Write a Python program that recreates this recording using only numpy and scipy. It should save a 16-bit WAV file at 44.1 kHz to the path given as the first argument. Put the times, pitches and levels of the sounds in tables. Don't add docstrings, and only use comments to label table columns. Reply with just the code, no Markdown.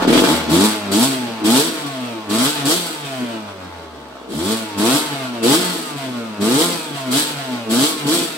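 import sys
import numpy as np
from scipy import signal
from scipy.fft import rfft, irfft, next_fast_len
from scipy.io import wavfile
from scipy.ndimage import uniform_filter1d, map_coordinates

SR = 44100
rng = np.random.default_rng(int(sys.argv[2]) if len(sys.argv) > 2 else 0)


def generate_wav(sig):
    pcm = np.round(np.clip(np.atleast_2d(sig).T, -1, 1) * 32767).astype(np.int16)
    wavfile.write(sys.argv[1], SR, pcm)


N = 369116

THROTTLE_TWISTS = [(-.03, 0.057, .11, 38.13, 0.012, 0, -18, -24.5, -42, -26.5),
                   (.075, .1, .11, 44.02, .01, 0.11, -9, -25, -27, -19.5),
                   (.19, 0.13, .13, 81.95, .05, 0, -14.5, -25.5, -26, -24),
                   (.497, 0.16, 0.15, 107.3, 0.12, 0, -12, -26.5, -22, -24),
                   (.917, 0.12, .147, 137.5, .024, 0, -13, -27.5, -20.5, -24.5),
                   (1.445, 0.14, 0.22, 168.7, .008, 0, -12.5, -25.5, -20, -23),
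                   (2.297, 0.16, 0.21, 153.2, 0.012, 0.15, -16.5, -26.5, -22, -24),
                   (2.652, 0.073, 0.091, 176, 0.07, 0, -17.5, -28, -20.5, -25.5),
                   (4.3, 0.23, .22, 113.2, 0.076, 1.1, -18, -32.5, -27.5, -29),
                   (4.78, 0.18, 0.2, 153.3, 0.064, 0.21, -15.5, -25.5, -22.5, -25),
                   (5.43, .12, .158, 180.1, .112, 0.0096, -13, -25, -20.5, -22.5),
                   (6.412, 0.21, 0.23, 174.1, 0.081, 0.33, -14.5, -26, -22, -25),
                   (7.113, 0.07, 0.078, 150.2, .117, 0, -17.5, -29, -21, -25),
                   (7.7, .14, 0.18, 160.4, 0.043, 0.34, -14, -27.5, -20.5, -25),
                   (8.068, 0.081, 0.071, 171.4, 0.099, 0, -16, -28.5, -22, -25.5)]


def amp(db):
    return 10 ** (np.asarray(db) / 20)


def unit(x):
    return x / np.sqrt(np.mean(x ** 2) + 1e-20)


def even(x, size=1800):
    power = np.mean(np.atleast_2d(x) ** 2, axis=0)
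    smooth_power = uniform_filter1d(uniform_filter1d(power, size), size)
    return x / np.sqrt(np.abs(smooth_power) + 1e-12)


def along(points, hz):
    f, v = np.transpose(points)
    return np.interp(np.log(hz + 1), np.log(f + 1), v)


def at_speed(rows, speed):
    hz, *cols = np.transpose(rows)
    return [np.interp(speed, hz, c) for c in cols]


def wobble(rate):
    knots = rng.standard_normal(int(N * rate / SR) + 4)
    return map_coordinates(knots, [np.arange(N) * rate / SR], order=2)


def filtered(x, response):
    m = next_fast_len(N + SR // 2)
    return irfft(rfft(x, m) * response(np.fft.rfftfreq(m, 1 / SR)), m)[..., :N]


def coloured(x, points, size=8192):
    gain = amp(along(points, np.fft.rfftfreq(size, 1 / SR)))
    cepstrum = irfft(np.log(gain))
    cepstrum[1:size // 2] *= 2
    cepstrum[size // 2 + 1:] = 0
    impulse = irfft(np.exp(rfft(cepstrum)))
    return signal.oaconvolve(x, impulse[None], axes=1)[:, :N]


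def resonate(x, modes):
    def response(f):
        return sum(amp(db) * 1j * f * w / (c * c - f * f + 1j * f * w) for c, w, db in modes)
    return filtered(x, response)


def spread(pair):
    # frequency in Hz, correlation.
    likeness = [(150, 0.81), (350, 0.84), (700, 0.25), (1400, 0.17), (2800, -0.13), (5500, 0.023),
                (9000, 0.22), (13000, -0.18)]

    def mid_side(hz):
        turn = np.arccos(np.clip(along(likeness, hz), -1, 1)) / 2
        return np.array([np.cos(turn), np.sin(turn)])
    mid, side = filtered(pair, mid_side)
    return np.array([mid + side, mid - side])


def noise():
    return spread(rng.standard_normal((2, N)))


def garage(x, wet_db):
    # frequency in Hz, time to fall 60 dB in seconds.
    decay_times = [(150, 1), (1000, 0.083), (5000, 0.19), (14000, 0.067)]
    hz, t, z = signal.stft(rng.standard_normal((2, 2, SR // 3)), SR, nperseg=256)
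    fading = z * amp(-60 * t / along(decay_times, hz)[:, None])
    tail = signal.istft(fading, SR, nperseg=256)[1]
    source = np.pad(x, ((0, 0), (SR // 200, 0)))[None]
    answer = signal.oaconvolve(source, tail / np.linalg.norm(tail[0]), axes=2).sum(axis=1)
    return x + amp(wet_db) * spread(answer[:, :N])


def crank_speed():
    start_hz, idle_hz = 34.88, 43.24
    drag_per_s, run_up_power = 1.23, 1.4
    t = np.arange(N) / SR
    speed = np.full(N, start_hz)
    for opens, _, run_up, top, hang, *_ in THROTTLE_TWISTS:
        before = np.interp(opens, t, speed)
        age = t - opens
        rising = before + (top - before) * np.clip(age / run_up, 0, 1) ** run_up_power
        coast_time = np.maximum(age - run_up - hang, 0)
        coasting = idle_hz + (top - idle_hz) * np.exp(-drag_per_s * coast_time)
        speed = np.where(age < 0, speed, np.where(age < run_up, rising, coasting))
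    return uniform_filter1d(speed, size=1100)


def throttle(shut_db, peaks_db, attack_s, swell_db, drop_db, fade_db_per_s):
    ease_s, ease_db = 0.0079, 8
    t = np.arange(N) / SR
    power = amp(shut_db) ** 2
    for (opens, held, _, _, _, ease, *_), peak_db in zip(THROTTLE_TWISTS, peaks_db):
        near = (t > opens - .1) & (t < opens + 1)
        age = t[near] - opens
        still_to_swell = (swell_db + ease_db * ease) * (1 - np.clip(age / held, 0, 1))
        since_shut = np.maximum(age - held, 0)
        fallen = drop_db * np.tanh(since_shut / 0.043) + fade_db_per_s * since_shut
        bite = (1 + np.tanh(age / (attack_s + ease_s * abs(ease)))) / 2
        power[near] += (amp(peak_db - still_to_swell - fallen) * bite) ** 2
    return np.sqrt(power)


def firings(turns, load, open_db, shut_db):
    cycle = turns.astype(int)
    chance = np.clip(rng.standard_normal(2048)[cycle], -2, 1.5)
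    return amp(chance * (open_db * load + shut_db * (1.5 - load)))


def pulses(turns):
    offset = (turns - np.round(turns)) / np.gradient(turns)
    return even(np.sinc(offset / 2) * np.exp(-(offset / 10) ** 2))


def puffs(turns, length):
    return even(np.exp(-(turns % 1) / length))


def firing_note(turns):
    return np.sqrt(2) * np.sin(2 * np.pi * turns) * amp(1.56 * wobble(22))


def boom(turns, speed, load):
    # frequency in Hz, relative gain in dB.
    pipe = [(25, -39), (60, -32), (100, -27.5), (135, -17.5), (170, -12.5), (215, -8), (250, 1), (285, -4),
            (325, -1), (375, -8.5), (420, -13.5), (465, -8), (560, -32), (700, -56.5)]
    # multiple of crank speed, then
    # weights in dB for the throttle shut and for load, blended by the load.
    overtones = [(2, -0.5, 3), (3, -6.5, 0), (4, -5, -1)]
    note = 0
    for k, shut_db, open_db in overtones:
        level_db = along(pipe, k * speed) + shut_db * (1.5 - load) + open_db * load
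        level = amp(level_db + 5.9 * wobble(24))
        note = note + level * np.sin(2 * np.pi * (k * turns + rng.random()))
    burns = firings(turns + .5, load, open_db=2.5, shut_db=4.5)
    crawl = np.clip((74 - speed) / 22, 0, 1)
    gas = noise() * puffs(turns, length=0.78) * amp(-2) * (1 - crawl) ** 2
    pops = pulses(turns) * (burns - 1 + crawl * 2) + gas
    burble = even(garage(coloured(pops, pipe), wet_db=-9))
    fast, slow = np.clip((speed - 130) / 30, 0, 1), np.clip((105 - speed) / 20, 0, 1)
    forward = (fast + .8 * slow) * (1 - load)
    lurch = amp(3.5 * (1 - load) * wobble(22))
    return even(even(note) * (1 - crawl) + burble * amp(-11 + 18 * crawl + 19 * forward)) * lurch


def bark(turns, load):
    # frequency in Hz, width in Hz, relative gain in dB.
    chamber = [(465, 60, -3), (530, 70, -4), (680, 130, -1), (880, 150, -3), (1110, 180, -4),
               (1290, 160, -4)]
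    beat = even(pulses(turns) * firings(turns + .5, load, open_db=-3.5, shut_db=12))
    gas = noise() * puffs(turns, length=0.58) * amp(9.5 - 8.6 * load)

    def skirts(hz):
        return 1 / (1 + (380 / (hz + 1)) ** 8) / (1 + (hz / 1550) ** 8)
    return even(garage(filtered(resonate(beat + gas, chamber), skirts), wet_db=0))


def ticking(turns, speed, count=28):
    # frequency in Hz, relative gain in dB.
    case_gain = [(380, -19), (470, -31), (570, 12.5), (680, 6), (770, -1), (880, 10.5), (990, 1.5),
                 (1110, 6), (1280, -1), (1480, -0.5), (1750, -8.5), (2600, -4.5), (3300, -7)]
    shaft = turns + .005 * wobble(60)
    flutter = speed / 125
    comb = np.zeros((2, N))
    for k in range(6, count):
        size = amp(along(case_gain, k * speed) + 4.5 * flutter * wobble(14))
        skew = .7 * flutter * wobble(7)
        smear = 1.1 * rng.standard_normal()
        comb += size * np.cos(2 * np.pi * k * shaft + smear + np.array([skew, -skew]))
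    return even(comb)


def whine(turns):
    # multiple of crank speed, relative level in dB.
    crank_orders = [(5, -3.5), (7, -17.5)]
    shaft = turns + .007 * wobble(45)
    orders = 0
    for k, db in crank_orders:
        orders = orders + amp(db + 5.9 * wobble(18)) * np.sin(2 * np.pi * (k * shaft + rng.random()))
    return even(garage(np.array([orders, orders]), wet_db=-9))


def clatter(turns, load):
    # frequency in Hz, relative gain in dB.
    metal_colour = [(700, -31), (1480, 4), (1800, -1), (2500, 0.5), (2750, 0), (3250, -3.5), (4050, -2),
                    (4700, -7.5), (5600, -9.5), (9000, -22.5)]
    # frequency in Hz, width in Hz, relative gain in dB.
    shell_modes = [(2993, 18, 10), (3158, 55, 8.5), (3405, 37, 9), (3810, 34, 3), (4340, 45, -12),
                   (4580, 22, 8)]
    hits = noise() * puffs(turns, length=0.93) + amp(-22.5) * pulses(turns)
    knocks = hits * firings(turns + 0.13, load, open_db=6.5, shut_db=-0.5)
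    shell = unit(resonate(knocks, shell_modes)) * amp(-11.5 + 6.7 * load)
    return even(garage(unit(coloured(knocks, metal_colour)) + shell, wet_db=1))


def rasp(turns, load):
    # frequency in Hz, relative gain in dB.
    jet_colour = [(1500, -59), (3200, 3.5), (4600, 1), (5500, -2), (6600, -4.5), (8100, 4.5), (9200, -2),
                  (11200, 1.5), (12400, -6), (14600, -6.5), (16000, -8.5)]
    # frequency in Hz, width in Hz, relative gain in dB.
    thin_metal = [(4740, 130, 7), (8450, 110, 2.5)]
    bursts = puffs(turns, length=1.0) * firings(turns, load, open_db=1.5, shut_db=2.0)
    jet = noise() * (bursts + 0.19 * (1 - load))
    zing = unit(resonate(jet, thin_metal)) * amp(-13) * (1 - load)
    return even(garage(unit(coloured(jet, jet_colour)) + zing, wet_db=1))


def scene():
    coast_tones = [(45, -49, -36, -33), (66, -55, -38, -58), (79, -43, -40.5, -49), (99, -42.5, -39, -66),
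                   (107.3, -48, -30, -49), (115.4, -42.5, -28.5, -35.5), (123.8, -38.5, -24.5, -41),
                   (128.2, -37, -25.5, -33.5), (139, -36.5, -39.5, -32), (141.7, -30.5, -32.5, -42),
                   (154, -50, -37, -52), (180.3, -31, -33, -38.5)]
    coast_noises = [(65.44, -41.5, -60, -47), (101, -36.5, -53, -41.5), (116.8, -36, -46.5, -38),
                    (142.6, -36, -38.5, -34.5), (140, -35, -43.5, -37.5), (168, -46, -32.5, -49.5)]
    speed = crank_speed()
    turns = .2 + np.cumsum(speed * (1 + 0.002975 * wobble(35))) / SR
    speed_growth = uniform_filter1d(np.gradient(np.log(speed)) * SR, size=1500)
    load = np.clip(0.37 + speed_growth / 4.4, 0, 1)
    note_db, boom_db, whine_db = at_speed(coast_tones, speed)
    bark_db, rasp_db, clatter_db = at_speed(coast_noises, speed)
    *_, booms, barks, rasps, clatters = np.transpose(THROTTLE_TWISTS)

    push = throttle(boom_db - .9, booms - 1.6, attack_s=0.031, swell_db=-3.0, drop_db=5.5,
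                    fade_db_per_s=69)
    deep = firing_note(turns) * amp(note_db) * (push / amp(boom_db)) ** 0.4 * amp([[1], [-1]])
    low = boom(turns, speed, load) * push * amp([[.3], [-.3]])

    ragged_by_speed = np.interp(speed, [50, 62, 90, 130, 165], [.85, .5, .35, .25, .6])
    ragged = np.clip(.3 * load + ragged_by_speed, 0, .95)
    middle = np.sqrt(ragged) * bark(turns, load) + np.sqrt(1 - ragged) * ticking(turns, speed)
    middle *= throttle(bark_db + 2.0, barks + 5.2, attack_s=0.019, swell_db=4, drop_db=4.5,
                       fade_db_per_s=28.5)

    singing = whine(turns) * amp(whine_db + 1 + 3.8 * load)
    metal = clatter(turns, load) * throttle(clatter_db + 1.1, clatters + 0.58, attack_s=.008,
                                            swell_db=3.5, drop_db=2, fade_db_per_s=37)
    hiss = rasp(turns, load) * throttle(rasp_db + 4.0, rasps + 5, attack_s=0.0049,
                                        swell_db=6, drop_db=0.5, fade_db_per_s=106)
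    upper = (middle + singing + metal + hiss) * amp(0.87 * wobble(22))

    port_lag_s = 0.0002

    def lag(hz):
        return np.exp(1j * np.pi * port_lag_s * np.array([-hz, hz]))
    return upper + filtered(deep + low, lag)


def record(dry):
    # frequency in Hz, width in Hz, depth in dB.
    treble_dips = [(9827, 261, -73), (12900, 240, -44)]
    top_hz = 15900
    rounded = dry / (1 + np.abs(dry / .92) ** 8) ** (1 / 8)

    def response(hz):
        dips_db = sum(db * np.exp(-((hz - c) / w) ** 2) for c, w, db in treble_dips)
        return amp(dips_db) * (hz < top_hz)
    return filtered(rounded, response)


dry = scene()
out = record(dry)
generate_wav(out)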